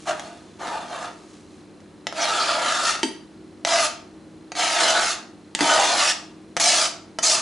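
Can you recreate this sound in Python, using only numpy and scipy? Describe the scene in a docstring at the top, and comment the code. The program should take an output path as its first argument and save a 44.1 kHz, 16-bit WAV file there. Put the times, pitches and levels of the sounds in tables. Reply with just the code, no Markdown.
"""A small kitchen: a knife sweeps chopped herbs off a plastic board in eight strokes of one to three pushes.
The blade lands with a tick, then rasps along in tiny slips that ring board and steel. Snags squeak;
twice the blade is knocked and twangs. Early on, herbs patter into a bowl.
Table and walls answer, an appliance hums and a faint whine pulses."""
import sys
import numpy as np
from scipy import signal
from scipy.fft import rfft, irfft, next_fast_len
from scipy.io import wavfile
from scipy.ndimage import uniform_filter1d, map_coordinates

SR = 44100
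rng = np.random.default_rng(int(sys.argv[2]) if len(sys.argv) > 2 else 0)


def to_wav(s):
    """Save 16-bit WAV."""
    ch = np.atleast_2d(s).T  # columns
    pcm = np.round(np.clip(ch, -1, 1) * 32767)  # PCM
    wavfile.write(sys.argv[1], SR, pcm.astype(np.int16))


N = 326781
TIME_S = np.arange(N) / SR
FFT_SIZE = next_fast_len(N + SR)
BIN_HZ = np.fft.rfftfreq(FFT_SIZE, 1 / SR)

# Knife pushes. Each row: start, attack, length and release t60 in seconds; force, mid-push swell,
# board, hiss, rim flare and flex in relative dB; flex pitch at start and end in Hz.
KNIFE_PUSHES = [ (0.052, 0.024, 0.086, 0.95, -36.5, 11.5, 6.5, -2.5, -6.5, 7.5, 1220, 1300),
                (0.584, 0.038, 0.19, 0.93, -41, 0.5, 8.5, -4, 0, 11, 915, 835),
                (0.872, 0.063, .2, 0.19, -41.5, 2, 7.5, -4, -1.5, 7.5, 920, 1340),
                (2.13, 0.1, 0.45, 0.56, -28, -1.5, 2, -3, -5.5, 2, 1330, 1180),
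                (2.537, 0.15, 0.364, 0.41, -30.5, 3.5, 0.5, -0.5, 8.5, 10, 1270, 1324),
                (3.646, 0.037, 0.21, 0.098, -26.5, 1, 0, 0.5, 4.5, 2.5, 1210, 1315),
                (4.546, 0.062, 0.25, 0.22, -24, -5, -1.5, -1, -5, -5, 1260, 1290),
                (4.787, 0.017, 0.21, 0.27, -24.5, -2, 2, 0.5, -11, 5.5, 1330, 1360),
                (4.942, 0.039, 0.18, 0.17, -30.5, 2.5, -3.5, 1.5, 3.5, 7.5, 1470, 1295),
                (5.574, 0.08, 0.39, 0.43, -24.5, 1, 3, 0, -3.5, -3, 756, 890),
                (5.952, 0.032, 0.16, 0.061, -24.5, -0.5, -4.5, 2, 0.5, -3, 1220, 1740),
                (6.5972, 0.0022, 0.26, 0.13, -24.5, 1, -3.5, 5, -3.5, -3, 1200, 1230),
                (7.224, 0.0099, 0.17, 0.089, -27.5, 4, -2.5, 8.5, -6.5, -2.5, 1240, 1180)]
# Edge snags. Each row: peak time in seconds, level in dB, half duration in seconds, pitch and width in Hz.
SNAGS = [(0.748, -29, .017, 855, 110), (2.224, -26.5, 0.015, 5900, 900), (2.318, -27.5, 0.034, 1370, 169),
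         (2.402, -22, 0.019, 1305, 170), (2.416, -26, 0.025, 4600, 1100), (2.503, -22.5, 0.016, 1250, 160),
         (2.513, -29.5, 0.043, 4560, 1000), (2.9, -24.5, 0.015, 1327, 170), (3.723, -28, 0.031, 5030, 260),
         (3.749, -29, .06, 680, 60), (3.83, -31, 0.035, 1215, 110), (3.835, -32, 0.02, 6000, 500),
         (3.843, -33.5, 0.016, 9700, 700), (4.885, -28, .025, 3130, 400), (4.894, -24.5, 0.016, 6150, 780),
         (4.961, -30, 0.048, 4100, 700), (5.007, -31.5, 0.098, 1430, 840), (5.722, -25, 0.023, 1460, 180),
         (5.791, -20, 0.015, 730, 140), (6.025, -20.5, 0.025, 1254, 160), (6.09, -26, .025, 5300, 1000),
         (6.642, -24.5, 0.027, 5830, 500), (6.68, -30, .07, 692, 70), (6.688, -26, 0.021, 8340, 700),
         (7.244, -19.5, 0.014, 6330, 700)]
# Blade landings, plus one small grit tick under the edge at 1.028 s. Each row: start in seconds, level in dB,
# knock and crisp top in relative dB.
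LANDINGS = [(0.11, -21, 16, -13), (0.196, -19, 6.5, -1), (0.672, -25, 15, -8), (0.68, -20, 9, -13),
            (1.028, -25, 8, -12), (1.804, -42, -21, -4), (2.069, -11.5, 4.5, -12), (2.1256, -25.5, 15, -18),
            (2.953, -19, 4, -6), (2.993, -20, 3, -12), (3.6496, -6, 4, -17), (4.5193, -19, 5.5, -12),
            (4.553, -24, 6, -8), (5.55, -6.5, -11, -4), (5.5909, -12.5, 4, -9), (6.5671, -10, 7.5, -7),
            (6.5727, -8.5, 4, -10), (6.5992, -8, -10, -6), (7.1873, -8.5, -7, -7), (7.1903, -19, 9.5, -4)]
# Sideways blows. Each row: start in seconds, level in dB, bending pitch in Hz, overtones in relative dB,
# knock width in Hz.
BLADE_BLOWS = [(3.0312, -16, 330, 1, 165), (5.6075, -17.5, 288, 2, 280)]
# Blade overtones. Each row: frequency in Hz, level in relative dB, t60 in seconds.
BLADE_MODES = [(909, -17.5, 0.21), (1678, -18.5, 0.1), (1904, -13, 0.06), (2004, -17, 0.081),
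               (2636, -22, 0.12), (3175, -13, 0.059), (4684, -14.5, 0.18), (6180, -15.5, 0.08),
               (6380, -18.5, 0.14), (8120, -22, 0.17), (9960, -27.5, 0.35)]
# Resonances of the pressed blade. Each row: centre in Hz, width in Hz, gain in dB.
PRESSED_MODES = [(2710, 82, -11), (3550, 54, -10), (4480, 390, -4), (5040, 510, -0.5), (6040, 500, -7.5),
                 (8330, 110, -12)]
# Near reflections off board and table. Each row: delay in seconds, linear gain.
NEAR_BOUNCES = [(.0009, 0.33), (.0021, 0.22)]
# Flow of falling herbs. Each row: time in seconds, level in relative dB.
HERB_FLOW = [(0, -44.5), (0.25, -60.5), (0.5, -59.5), (0.7, -54), (1.2, -53), (1.37, -53), (1.45, -58),
             (1.59, -57), (1.72, -82)]
# Room decay. Each row: frequency in Hz, t60 in seconds.
ROOM_DECAY = [(150, 0.23), (800, 0.55), (1400, 0.43), (5500, 0.39), (11000, 0.26)]
# Appliance tones. 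Each row: frequency in Hz, level in relative dB.
HUM_TONES = [(102.3, -65), (161.5, -56.5), (199.2, -55.5), (296.1, -54), (317.6, -50), (368, -57)]

# Spectra. Each row: frequency in Hz, density in relative dB.
BOARD_SPECTRUM = [(110, -48.5), (230, -20), (350, -15.5), (450, -17), (560, -11), (640, -0.5), (705, 1.5),
                  (765, -7), (930, -4.5), (1080, -15.5), (1220, -4), (1400, -12), (1700, -12),
                  (2600, -42.5)]  # scraped plastic
RASP_SPECTRUM = [(900, -38), (1400, -10), (1650, -1), (2300, 3.5), (2700, 3), (3500, 2.5), (4200, -3.5),
                 (6000, -28.5)]  # dragged edge, middle band
HISS_SPECTRUM = [(2500, -42), (4100, -0.5), (5000, 0), (6500, 3.5), (7500, 2.5), (8800, -5.5), (9550, -4.5),
                 (10200, -4), (11000, -10.5)]  # dragged edge, treble
TICK_SPECTRUM = [(40, -46), (150, 9.5), (600, 11.5), (1500, 4), (2200, 10.5), (5500, 9.5), (8000, 2),
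                 (11000, -17)]  # steel hitting plastic
CRISP_SPECTRUM = [(4000, -26), (8600, 3), (11000, -7)]  # bare edge landing
KNOCK_SPECTRUM = [(130, -31.5), (400, -12.5), (690, 2.5), (1040, -9.5), (1300, -2), (3000, -29)]  # struck board
LEAF_SPECTRUM = [(710, -35), (1200, 8.5), (1540, -3), (1920, -1.5), (6360, 0.5), (10800, -8.5),
                 (14100, -40)]  # falling crumbs
AIR_SPECTRUM = [(25, -44), (44, -22), (104, -10.5), (127, -20), (144, -15.5), (191, -12), (246, -5),
                (266, -14), (309, -7), (630, -19), (2750, -32), (4130, -33.5), (10800, -42)]  # room air


def scrape():
    """The edge catches and slips; shared catches shake board, blade, edge and tip."""
    catches = slips(rate_hz=1700, scatter_db=2.5)
    chatter = amp(0.14 * wobble(35) + 1.42 * wobble(230))
    friction = lambda: unit(chatter * (catches + 1.19 * slips(rate_hz=9000, scatter_db=5.5)))
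    board_gain, flex_gain, rasp_gain, hiss_gain, tip_gain, flex_hz, travel = pushes()
    board = filtered(friction() * board_gain, body(BOARD_SPECTRUM))
    blade = flex_gain * ringing(friction(), flex_hz, width_hz=255)
    rasp = amp(-1.12) * filtered(friction() * rasp_gain, body(RASP_SPECTRUM))
    hiss = amp(-2) * filtered(friction() * hiss_gain, body(HISS_SPECTRUM))
    edge = pressed_blade(rasp + hiss)
    tip = tip_gain * ringing(friction(), 9630 + 170 * wobble(8.8), width_hz=420)
    return amp(-1) * (board + blade) + amp(-2.5) * near_bounces(edge, travel) + tip


def pushes():
    """Each push rises, holds and dies; toward the rim the drive passes from board to bending blade."""
    board_fade_db, flex_rise_db, tip_db = 2, 5.5, -15
    flare_s, flex_t60_s = 0.045, 0.47
    power, flex_hz, progress = np.zeros((5, N)), np.zeros(N), np.zeros(N)
    for (start_s, attack_s, length_s, release_s, db, swell_db,
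         board_db, hiss_db, rim_db, flex_db, from_hz, to_hz) in KNIFE_PUSHES:
        start = round(start_s * SR)
        t = TIME_S[:N - start][:SR]
        span = slice(start, start + len(t))
        travel = np.minimum(t / length_s, 1)
        near_rim = travel ** 1.7
        after_s = np.maximum(t - length_s, 0)
        force_db = db + swell_db * (np.sin(np.pi * travel) - 0.5) - 60 * after_s / release_s
        force = np.minimum(t / attack_s, 1) * amp(force_db)
        flare_db = rim_db * np.exp(-((t - length_s) / flare_s) ** 2)  # the edge skids off
        shares = [amp(board_db - board_fade_db * near_rim),
                  amp(flex_db - flex_rise_db * (2 - travel) - 60 * after_s / flex_t60_s),
                  amp(0.64 * flare_db),  # rasp
                  amp(hiss_db + flare_db),
                  travel * amp(tip_db + hiss_db + flare_db)]
        power[:, span] += (force * np.array(shares)) ** 2
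        flex_hz[span] = from_hz + (to_hz - from_hz) * near_rim
        progress[span] = travel
    return (*np.sqrt(power), flex_hz, progress)


def pressed_blade(x, detune=0.023, patch_db=1.5):
    """The wandering contact shifts the blade's resonances and colours the rasp in brief patches."""
    steel = x + sum(amp(db) * swept(x, hz * np.exp(detune * wobble(7)), width_hz)
                    for hz, width_hz, db in PRESSED_MODES)
    spectrum = signal.stft(steel, nperseg=256)[2]
    patches = uniform_filter1d(rng.standard_normal(spectrum.shape), size=5, axis=0)
    patches = uniform_filter1d(patches, size=16, axis=1)
    return signal.istft(spectrum * amp(patch_db * unit(patches)), nperseg=256)[1][:N]


def near_bounces(x, travel, path_growth=0.3, hand_sway=0.075):
    """Reflection paths lengthen over a push, so their comb slides down."""
    stretch = lambda: (1 + path_growth * travel) * np.exp(hand_sway * wobble(7))
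    return x + sum(gain * np.interp(TIME_S - delay_s * stretch(), TIME_S, x)
                   for delay_s, gain in NEAR_BOUNCES)


def squeaks(sag=0.012):
    """A snag shakes one narrow resonance, which slides down as the contact moves."""
    out = np.zeros(N + SR)
    t = np.arange(-SR // 5, SR // 5) / SR
    for peak_s, db, half_s, hz, width_hz in SNAGS:
        pitch_hz = hz * (1 - sag * np.tanh(t / half_s))
        judder = ringing(rng.standard_normal(len(t)), pitch_hz, width_hz)
        out[round((peak_s + t[0]) * SR):][:len(t)] += amp(db) * np.exp(-(t / half_s) ** 2) * judder
    return out[:N]


def ticks():
    """Steel lands on plastic, or grit ticks under the edge: a crack with a crisp top, a choked blade ring and a
    board knock."""
    cracks, tops, rings, knocks = np.zeros((4, N + SR))
    t = np.arange(SR // 20) / SR
    for start_s, db, knock_db, crisp_db in LANDINGS:
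        start = round(start_s * SR)
        cracks[start:][:len(t)] += decay(t, db, t60_s=0.0079) * rng.standard_normal(len(t))
        for t60_s in (0.0055, 0.0045):
            tops[start:][:len(t)] += decay(t, db + crisp_db, t60_s) * rng.standard_normal(len(t))
        ring = sum(amp(mode_db) * np.sin(2 * np.pi * hz * rng.normal(1, 0.039) * t)  # contact detunes it
                   for hz, mode_db, _ in BLADE_MODES)
        rings[start:][:len(t)] += decay(t, db - 17.5, t60_s=0.04) * unit(ring)
        knocks[start] = amp(db + knock_db)
    crack = amp(-4.5) * filtered(cracks[:N], body(TICK_SPECTRUM))
    top = amp(-11) * filtered(tops[:N], body(CRISP_SPECTRUM))
    knock = amp(3.5) * filtered(knocks[:N], body(KNOCK_SPECTRUM))
    return crack + top + rings[:N] + knock


def twangs(grip_blur_hz=320):
    """The knocked blade flexes: a crack, a low note, a hollow knock and overtones blurred by the grip."""
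    tones, cracks, knocks = np.zeros((3, N + SR))
    t = np.arange(SR // 2) / SR
    n = len(t)
    for start_s, db, bend_hz, overtone_db, knock_width_hz in BLADE_BLOWS:
        start = round(start_s * SR)
        bend = np.sin(2 * np.pi * bend_hz * t) * decay(t, 4, t60_s=0.09) * (1 - np.exp(-t / 0.002))
        drifts = grip_blur_hz * np.cumsum(rng.standard_normal((len(BLADE_MODES), n)), axis=1) / SR
        ring = sum(decay(t, mode_db, t60_s) * np.sin(2 * np.pi * (hz * t + drift + rng.random()))
                   for (hz, mode_db, t60_s), drift in zip(BLADE_MODES, drifts))
        clang = 1 + decay(t, 10, t60_s=0.015)
        tones[start:][:n] += amp(db) * (bend + amp(overtone_db) * ring * clang)
        cracks[start:][:n] += decay(t, db + overtone_db - 6, t60_s=0.057) * rng.standard_normal(n)
        hollow = ringing(rng.standard_normal(2 * n), np.full(2 * n, bend_hz), knock_width_hz, order=4)[n:]
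        knocks[start:][:n] += decay(t, db - 7, t60_s=0.19) * (1 - np.exp(-t / 0.0013)) * hollow
    low_cut = signal.butter(2, 150, "highpass", fs=SR, output="sos")  # a narrow blade radiates no bass
    return signal.sosfilt(low_cut, (tones + knocks)[:N]) + filtered(cracks[:N], body(TICK_SPECTRUM))


def herbs():
    """Leaf crumbs slide over the edge and patter into the bowl."""
    flow_db = np.interp(TIME_S, *np.transpose(HERB_FLOW), right=-120)
    patter = filtered(slips(rate_hz=2000, scatter_db=4.5), body(LEAF_SPECTRUM))
    return amp(flow_db - 5) * unit(patter)


def kitchen_reverb(x, wet_db, side_db, positions=44):
    """Table and walls answer anew at each knife position; each frequency dies at its own rate."""
    out = np.zeros((2, N + 2 * SR))
    hop, predelay = N // positions, SR // 500
    padded = np.pad(x, (hop, 2 * hop))
    fade = np.sin(np.pi * np.arange(2 * hop) / (2 * hop))
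    hz, t, noise = signal.stft(rng.standard_normal((positions + 1, 2, SR * 3 // 5)), SR, nperseg=256)
    early_boost = 1 + 1.68 * np.exp(-t / 0.0034)  # near surfaces answer first and loudest
    t60_s = log_interp(ROOM_DECAY, hz)[:, None]
    tails = signal.istft(noise * early_boost * decay(t, 0, t60_s), SR, nperseg=256)[1]
    for k, tail in enumerate(tails):
        piece = fade * padded[k * hop:][:2 * hop]
        answer = signal.fftconvolve(piece[None], tail / np.linalg.norm(tail[0]), axes=1)
        out[:, k * hop + predelay:][:, :answer.shape[1]] += answer
    mid, side = out[:, hop:hop + N]
    return stereo(amp(wet_db) * mid, amp(side_db) * side)


def room_air():
    """Steady low noise, slightly wide."""
    mid, side = unit(filtered(rng.standard_normal((2, N)), amp(log_interp(AIR_SPECTRUM, BIN_HZ))))
    return stereo(amp(-48.5) * mid, amp(-60.5) * side)


def appliance_hum():
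    """Low tones waver in level and phase."""
    return amp(-2.5) * sum(amp(db + 2.24 * wobble(2.884)) * tone(hz, 0.55 * wobble(6.5))
                           for hz, db in HUM_TONES)


def whine(pitch_hz=4110, pulse_hz=29.97, first_s=0.0082):
    """A faint, unsteady high tone in rapid pulses."""
    pulses = np.cos(np.pi * pulse_hz * (TIME_S - first_s)) ** 20
    return amp(-61.5 + 1.2 * wobble(25)) * pulses * tone(pitch_hz, 0.85 * wobble(95))


def amp(db):
    """Decibels to gain."""
    return 10 ** (np.asarray(db) / 20)


def decay(t, db, t60_s):
    """Gain falling from db by 60 dB every t60_s."""
    return amp(db - 60 * t / t60_s)


def unit(x):
    """Scaled to rms 1."""
    return x / np.sqrt(np.mean(np.abs(x) ** 2) + 1e-20)


def tone(hz, phase_rad):
    """Sine of rms 1."""
    return np.sqrt(2) * np.sin(2 * np.pi * hz * TIME_S + phase_rad)


def wobble(rate_hz):
    """Smooth random curve with knots at rate_hz."""
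    return map_coordinates(rng.standard_normal(int(N * rate_hz / SR) + 4), [TIME_S * rate_hz])


def slips(rate_hz, scatter_db):
    """Tiny releases of random time and size, rms 1."""
    size = amp(scatter_db * np.clip(rng.standard_normal(N), -2, 2))
    return unit((rng.random(N) < rate_hz / SR) * size * rng.choice([-1, 1], N))


def log_interp(points, hz):
    """(Hz, value) points read on a log frequency axis."""
    point_hz, values = np.transpose(points)
    return np.interp(np.log(hz + 1), np.log(point_hz), values)


def filtered(x, response):
    """x through a frequency response."""
    return irfft(rfft(x, FFT_SIZE) * response, FFT_SIZE)[..., :N]


def body(spectrum):
    """Minimum-phase response of unit energy."""
    cepstrum = irfft(np.log(unit(amp(log_interp(spectrum, BIN_HZ)))), FFT_SIZE)
    cepstrum[1:FFT_SIZE // 2] *= 2
    cepstrum[FFT_SIZE // 2 + 1:] = 0
    return np.exp(rfft(cepstrum))


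def swept(x, hz, width_hz, order=1):
    """x through a resonance that follows the curve hz, gain 1 at centre."""
    carrier = np.exp(2j * np.pi * np.cumsum(hz) / SR)
    lowpass = signal.butter(order, width_hz / 2, fs=SR, output="sos")
    return 2 * (signal.sosfilt(lowpass, x / carrier) * carrier).real


def ringing(x, hz, width_hz, order=2):
    """x rings a moving resonance, rms 1."""
    return unit(swept(x, hz, width_hz, order))


def stereo(mid, side):
    """Mid and side to left and right."""
    return np.array([mid + side, mid - side])


def scene():
    """Knife and herbs straight ahead in the humming kitchen."""
    work = scrape() + squeaks() + ticks() + twangs() + herbs()
    reverb = kitchen_reverb(work, wet_db=-4, side_db=-11.5)
    return work + reverb + room_air() + appliance_hum() + whine()


def record(dry):
    """Steep low-pass."""
    cutoff_hz = 11040
    return filtered(dry, 1 / np.sqrt(1 + np.minimum(BIN_HZ / cutoff_hz, 1.2) ** 700))


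dry = scene()
out = record(dry)
to_wav(out)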